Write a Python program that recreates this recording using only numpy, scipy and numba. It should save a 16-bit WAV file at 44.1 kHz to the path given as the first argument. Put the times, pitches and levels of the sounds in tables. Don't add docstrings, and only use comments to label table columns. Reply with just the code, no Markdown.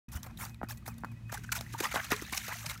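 import sys
import numpy as np
from scipy import signal
from scipy.fft import rfft, irfft
from scipy.io import wavfile
from scipy.ndimage import uniform_filter1d
from numba import njit

SR = 44100
rng = np.random.default_rng(int(sys.argv[2]) if len(sys.argv) > 2 else 0)


def transcribe(signal):
    frames = np.atleast_2d(signal).T
    limited = np.clip(frames, -1, 1)
    pcm = np.round(limited * 32767).astype(np.int16)
    wavfile.write(sys.argv[1], SR, pcm)


def boost(x):
    u = np.asarray(x, float) / 20
    return 10 ** u


N = 123480
T = np.arange(N) / SR

# (time [s], length [s], hiss level [dB], crunch level [dB])
SCUFFS = [(.082, 0.033, -68, -60.5), (.117, 0.044, -47, -52), (.152, 0.033, -47.5, -46.5),
          (.227, 0.034, -51.5, -50.5), (.259, 0.018, -53, -45.5), (.285, 0.042, -76, -56),
          (.372, 0.012, -49, -74), (.385, 0.1, -44, -42), (.451, 0.01, -48, -64), (.494, 0.019, -64, -65),
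          (.543, 0.0053, -62, -61), (.628, .024, -59.5, -44.5), (.686, 0.051, -44, -48),
          (.772, .014, -55.5, -72), (.857, 0.018, -47, -46), (.873, 0.019, -42.5, -42.5),
          (.98, 0.0085, -55, -62), (1.045, 0.011, -56, -43), (1.115, 0.01, -60.5, -57)]
# (time [s], length [s], hiss level [dB], crunch level [dB])
SLAPS = [(1.294, 0.011, -58, -49), (1.318, 0.016, -44, -43), (1.332, 0.03, -41, -41.5),
         (1.375, 0.0086, -50, -46), (1.435, 0.019, -52.5, -50.5), (1.518, 0.018, -31.5, -35.5),
         (1.55, 0.038, -37, -39.5), (1.608, 0.0069, -39.5, -40), (1.723, 0.03, -48.5, -73),
         (1.736, 0.0099, -74, -41.5), (1.778, 0.028, -44.5, -42), (1.801, 0.013, -32, -34),
         (1.823, 0.058, -38, -32.5), (1.91, 0.022, -42.5, -37.5), (1.936, 0.049, -40, -34),
         (1.959, 0.036, -57, -35.5), (1.99, 0.014, -58, -33), (2.042, 0.015, -42, -43),
         (2.103, 0.046, -38.5, -30.5), (2.115, 0.0087, -33, -26.5), (2.163, 0.0032, -38, -69),
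         (2.219, 0.0098, -40.5, -41.5), (2.322, 0.02, -37, -36.5), (2.341, 0.017, -37.5, -41),
         (2.359, 0.026, -38, -47), (2.374, 0.009, -28.5, -52), (2.443, 0.016, -45.5, -56),
         (2.478, 0.02, -41.5, -38), (2.499, .05, -67, -41), (2.659, 0.013, -35.5, -42.5),
         (2.691, 0.036, -39, -42), (2.776, .008, -52.5, -52)]
# (time [s], peak level [dB], pitch [Hz])
KNOCKS = [(0.151, -29, 80.2), (0.261, -43, 190), (0.6148, -26.5, 830), (0.6308, -23, 830),
          (.633, -27.5, 245.5), (.879, -30.5, 800), (1.036, -26, 1030), (1.046, -25, 1130),
          (1.326, -30, 697), (1.609, -31.5, 750), (1.806, -23, 361), (1.942, -24.5, 620),
          (1.959, -20.5, 760), (2.118, -22.5, 870), (2.12, -23, 290), (1.739, -37, 330), (2.326, -36, 276),
          (2.665, -35, 155), (2.221, -30, 332), (2.482, -38.5, 506)]
# (frequency [Hz], level [dB])
HISS_TONE = [(1470, -8.5), (2500, -2), (3260, -10), (3770, -6.5), (4880, -8.5), (6150, -0.5), (8080, -10.5),
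             (13800, -9.5), (16000, -13)]
# (time [s], peak level [dB], pitch [Hz])
TICKS = [(0.0883, -49, 5970), (0.172, -33, 9500), (0.2317, -29.5, 6000), (0.3107, -51, 5820),
         (0.4519, -31.5, 6950), (0.4958, -40.5, 6290), (0.5449, -43, 3860), (0.6873, -43, 4704),
         (0.774, -41, 6640), (0.8634, -38.5, 3820), (0.8766, -36.5, 6500), (0.9421, -48, 6330),
         (1.0075, -49, 9300), (1.0477, -44, 4390), (1.5205, -25, 5500), (1.525, -22.5, 4500),
         (1.6101, -28, 5260), (1.7235, -44, 3700), (1.8037, -28, 3760), (1.8518, -34, 3400),
         (1.9277, -29, 6500), (1.9455, -29, 6740), (1.958, -24.5, 3790), (2.0504, -35, 6250),
         (2.106, -29, 5340), (2.1174, -26.5, 5280), (2.165, -35, 3670), (2.2154, -33, 5260),
         (2.2663, -38, 6350), (2.2972, -38, 3620), (2.3267, -32, 5340), (2.3354, -29, 3820),
         (2.3486, -31, 4450), (2.3745, -24, 6120), (2.481, -34, 6520), (2.5204, -37, 5700),
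         (2.5413, -42, 5900), (2.5943, -35.5, 6620), (2.6302, -36.5, 6030), (2.6596, -34, 5340),
         (2.6974, -26, 3830), (2.7427, -35.5, 9900), (2.7766, -38.5, 5180)]
# (time [s], peak level [dB], pitch [Hz])
POPS = [(0.374, -37, 3740), (0.697, -38.5, 1150), (0.709, -33, 1680), (1.296, -35.5, 1760),
        (1.343, -31.5, 820), (1.373, -30.5, 1550), (1.443, -38, 1491), (1.491, -29.5, 1545),
        (1.521, -23.5, 1407), (1.554, -28, 1450), (1.589, -31, 3698), (1.664, -38, 1880),
        (1.747, -28.5, 910), (1.852, -23, 1190), (1.967, -28, 830), (2.0, -26, 1570), (2.196, -32, 2010),
        (2.251, -35, 3700), (2.335, -25, 2230), (2.63, -40.5, 1226), (0.27, -50, 1030), (.296, -49, 1020),
        (.704, -40.5, 850), (0.824, -52.5, 1210), (1.835, -28.5, 945), (2.112, -25, 1810),
        (2.119, -24, 2600), (2.128, -22, 1880), (2.162, -36, 1700), (2.296, -38, 1845), (2.446, -35, 2070),
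        (2.514, -28.5, 1600), (2.524, -32.5, 2180), (2.541, -31.5, 1920), (2.553, -42.5, 700),
        (2.643, -43, 603), (2.662, -39, 2740), (2.712, -35.5, 1390), (2.699, -33.5, 2060),
        (2.76, -38, 1320)]
# (time [s], level [dB])
CHURN = [(1.28, -69), (1.45, -62), (1.62, -61), (1.88, -52.5), (2.03, -45), (2.09, -47.5), (2.24, -51),
         (2.4, -46.5), (2.53, -46), (2.6, -50.5), (2.74, -49.5), (2.8, -68)]
# (time [s], level [dB])
BIRD_CALLS = [
    (.06, -66),
    (.275, -70),
    (.485, -63),
    (.668, -59),
    (.857, -59),
    (1.057, -59),
    (1.248, -58.5),
    (1.445, -66),
]
# (delay [s], level [dB])
BIRD_ECHOES = [
    (.09, -9),
    (.15, -13),
]
# (time [s], pitch [Hz])
BIRD_PITCH = [(0, 2530), (.055, 2520), (.07, 2300), (.085, 1880), (.1, 1930), (.14, 1980)]
# (time [s], level [dB])
BIRD_SHAPE = [(0, -12), (.008, -2), (.06, 0), (.088, -15), (.097, -24), (.11, -5), (.14, -12)]
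# (time [s], rate [Hz])
IDLE_RATE = [(0, 114.7), (1.75, 114.5), (1.95, 111.6), (2.8, 110.4)]
# (multiple of firing rate [1], level [dB])
IDLE_LINES = [(0.569, -60), (1, -48.5), (1.189, -64.5), (1.619, -74), (2.0, -57), (3.0, -69.5)]
# (time [s], level [dB])
IDLE_FADE = [(0, -5), (.7, 0), (1.8, 1), (2.3, -7), (2.8, 1.5)]
# (frequency [Hz], level [dB per Hz])
AIR_TONE = [(15, -76), (25, -80), (49, 0), (117, -4), (161, -6.5), (229, -10), (394, -31.5), (1940, -35),
            (16000, -53)]

FLICKER_DB = 2.8
DROP_SPREAD_DB = 2.6


def unit(x):
    return x / np.sqrt(np.mean(x ** 2))


def curve(table, t):
    return np.interp(t, *np.array(table, float).T)


def colour(x, table):
    hz, db = np.array(table, float).T
    f = np.arange(N // 2 + 1) * SR / N + 1
    return irfft(rfft(x) * boost(np.interp(np.log(f), np.log(hz), db, left=-90)), N)


def walk(rate):
    k = int(SR / rate)
    steps = np.repeat(rng.standard_normal(N // k + 1), k)
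    return 1.27 * uniform_filter1d(uniform_filter1d(steps, k), k)[:N]


@njit
def rings(at, hz, cycles, size, glide, swell, n):
    y = np.zeros(n)
    for k in range(len(at)):
        start = int(at[k] * SR)
        span, phase = cycles[k] * SR / hz[k], 0.
        for i in range(min(int(span), n - start)):
            phase += 2 * np.pi * hz[k] * (1 + glide[k] * i / span) / SR
            rise = 1 - np.exp(-(phase / swell) ** 2)
            y[start + i] += size[k] * np.sin(phase) * np.exp(-6.9 * i / span) * rise
    return y


def grains(env, hz, octaves, cycles, spread_db, glide, count):
    at = rng.uniform(0, N / SR, count)
    pitch, length, sign = rng.standard_normal((count, 3)).T
    f = np.clip(hz * 2 ** (octaves * pitch), 300, 15000)
    turns = cycles * 2 ** (0.67 * length)
    size = boost(spread_db * np.minimum(rng.exponential(1, count), 4)) * np.sign(sign)
    size *= np.minimum(f / hz, 1) ** .5
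    size *= np.sqrt(28 * T[-1] / count / np.mean(size ** 2 * turns / f))
    return rings(at, f, turns, size * np.interp(at, T, env), glide + 0 * f, 2.24, N)


def bursts(rows, column):
    touch_db, fall_db, tail_s, tail_db = -7, -18.5, 0.029, -14.5
    top = .32 if column == 2 else .48
    power = np.zeros(N)
    for row in rows:
        start, length = row[0], row[1]
        first = int(start * SR)
        t = T[first:int((start + length + 8 * tail_s) * SR)]
        u = (t - start) / max(length, .002)
        body = np.where(u < top, touch_db * (1 - u / top), fall_db * ((u - top) / (1 - top)) ** 2)
        tail = boost(tail_db) * np.exp(-(u - 1) * length / tail_s)
        power[first:][:len(t)] += (boost(row[column]) * np.where(u < 1, boost(body), tail)) ** 2
    return np.sqrt(power)


def gritty_noise(bright_db):
    grit_db, smooth_db = 2.8, -2
    out = 0
    for hz in (2000, 4000, 8000, 14000):
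        uneven = np.minimum(rng.exponential(1, N // 8 + 1), 3).repeat(8)[:N]
        clicks = rng.standard_normal(N) * boost(grit_db * uneven + FLICKER_DB * walk(160))
        out = out + colour(clicks, [(hz / 3, -18), (hz, 0), (hz * 3, -18)])
    toned = colour(out, [(900, 1.39)] + list(HISS_TONE))
    return boost(smooth_db) * unit(colour(toned, [(10, 0), (6000, 0.0054), (13000, bright_db)]))


def scuffs():
    crunch = grains(bursts(SCUFFS, 3), 1337, 0.536, 19.6, 2.64, -0.069, count=3500)
    return bursts(SCUFFS, 2) * gritty_noise(bright_db=11) + crunch


def slaps():
    slosh = grains(bursts(SLAPS, 3), 1550, 0.611, 22.6, 2.13, 0.14, count=3000)
    return bursts(SLAPS, 2) * gritty_noise(bright_db=0) + slosh


def knocks():
    at, db, hz = np.array(KNOCKS, float).T
    crack_db = -10 - 6 * (hz < 500)
    parts = [(hz, 0, 5.83), (205 + 0 * hz, -8, 4), (1400 + 0 * hz, crack_db, 13)]  # (Hz, dB, cycles)
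    return -sum(rings(at, f, cycles + 0 * f, boost(db + gain + 9.5), -.2 + 0 * f, 4.53, N)
                for f, gain, cycles in parts)


def ticks():
    at, db, hz = np.array(TICKS, float).T
    parts = [(hz, 0), (9000 + hz / 2, -3), (hz / 1.54, -6)]  # (Hz, dB)
    single = sum(rings(at, f, 24 + 0 * f, boost(db + gain + 1), 0 * f, 4.5, N) for f, gain in parts)
    hiss = bursts([*SCUFFS, *SLAPS], 2) * boost(-4)
    return single + grains(hiss, 7500, .65, 60, DROP_SPREAD_DB, 0.032, count=5000)


def water():
    at, db, hz = np.array(POPS, float).T
    pops = rings(at, hz, 31 + 0 * hz, boost(db + 2.5), 0.061 + 0 * hz, 11., N)
    churn = boost(curve(CHURN, T)) * (T > 1.28)
    bubbles = grains(churn * boost(-1.5), 1943.3, 0.449, 33.4, 2.2, 0.42, count=1600)
    drops = grains(churn * boost(-7.5), 5720, 0.685, 19, DROP_SPREAD_DB, 0.1, count=1500)
    spray = churn * boost(-2.5 + FLICKER_DB * walk(39.5)) * gritty_noise(bright_db=1.1)
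    return pops + bubbles + drops + spray


def bird():
    out = held = 0
    for start, db in BIRD_CALLS:
        t = T - start
        tone = np.sin(2 * np.pi * np.cumsum(curve(BIRD_PITCH, t)) / SR)
        call = boost(db + curve(BIRD_SHAPE, t)) * (t > 0) * (t < .14) * tone
        out = out + call
        held = held + call * np.clip((.055 - t) / .015, 0, 1)
    echoes = sum(boost(db) * np.roll(held, int(delay * SR)) for delay, db in BIRD_ECHOES)
    return boost(1.5 * walk(90)) * (out + echoes)


def engine():
    rate = curve(IDLE_RATE, T)
    out = 0
    for multiple, db in IDLE_LINES:
        fade = curve(IDLE_FADE, T) * (multiple < 1.1) - 3.2 * T * (multiple > 2.5)
        level = boost(db + 0.5 + fade + 4 * walk(17))
        hz = multiple * rate * (1 + .005 * walk(13.28))
        out = out + level * np.sin(2 * np.pi * np.cumsum(hz) / SR)
    return out


def air():
    return unit(colour(rng.standard_normal(N), AIR_TONE)) * boost(-50 + 1.4 * walk(6))


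def scene():
    horse = scuffs() + slaps() + knocks() + ticks() + water()
    return (horse + bird() + engine() + air())[None]


def top_cut(x):
    return signal.sosfilt(signal.butter(12, 16850, fs=SR, output="sos"), x)


def record(dry):
    top = signal.ellip(10, .2, 60, 15750, fs=SR, output="sos")
    opening = np.clip((T - .0825) / 0.0023, 0, 1)
    return top_cut(signal.sosfilt(top, dry) * opening)


dry = scene()
out = record(dry)
transcribe(out)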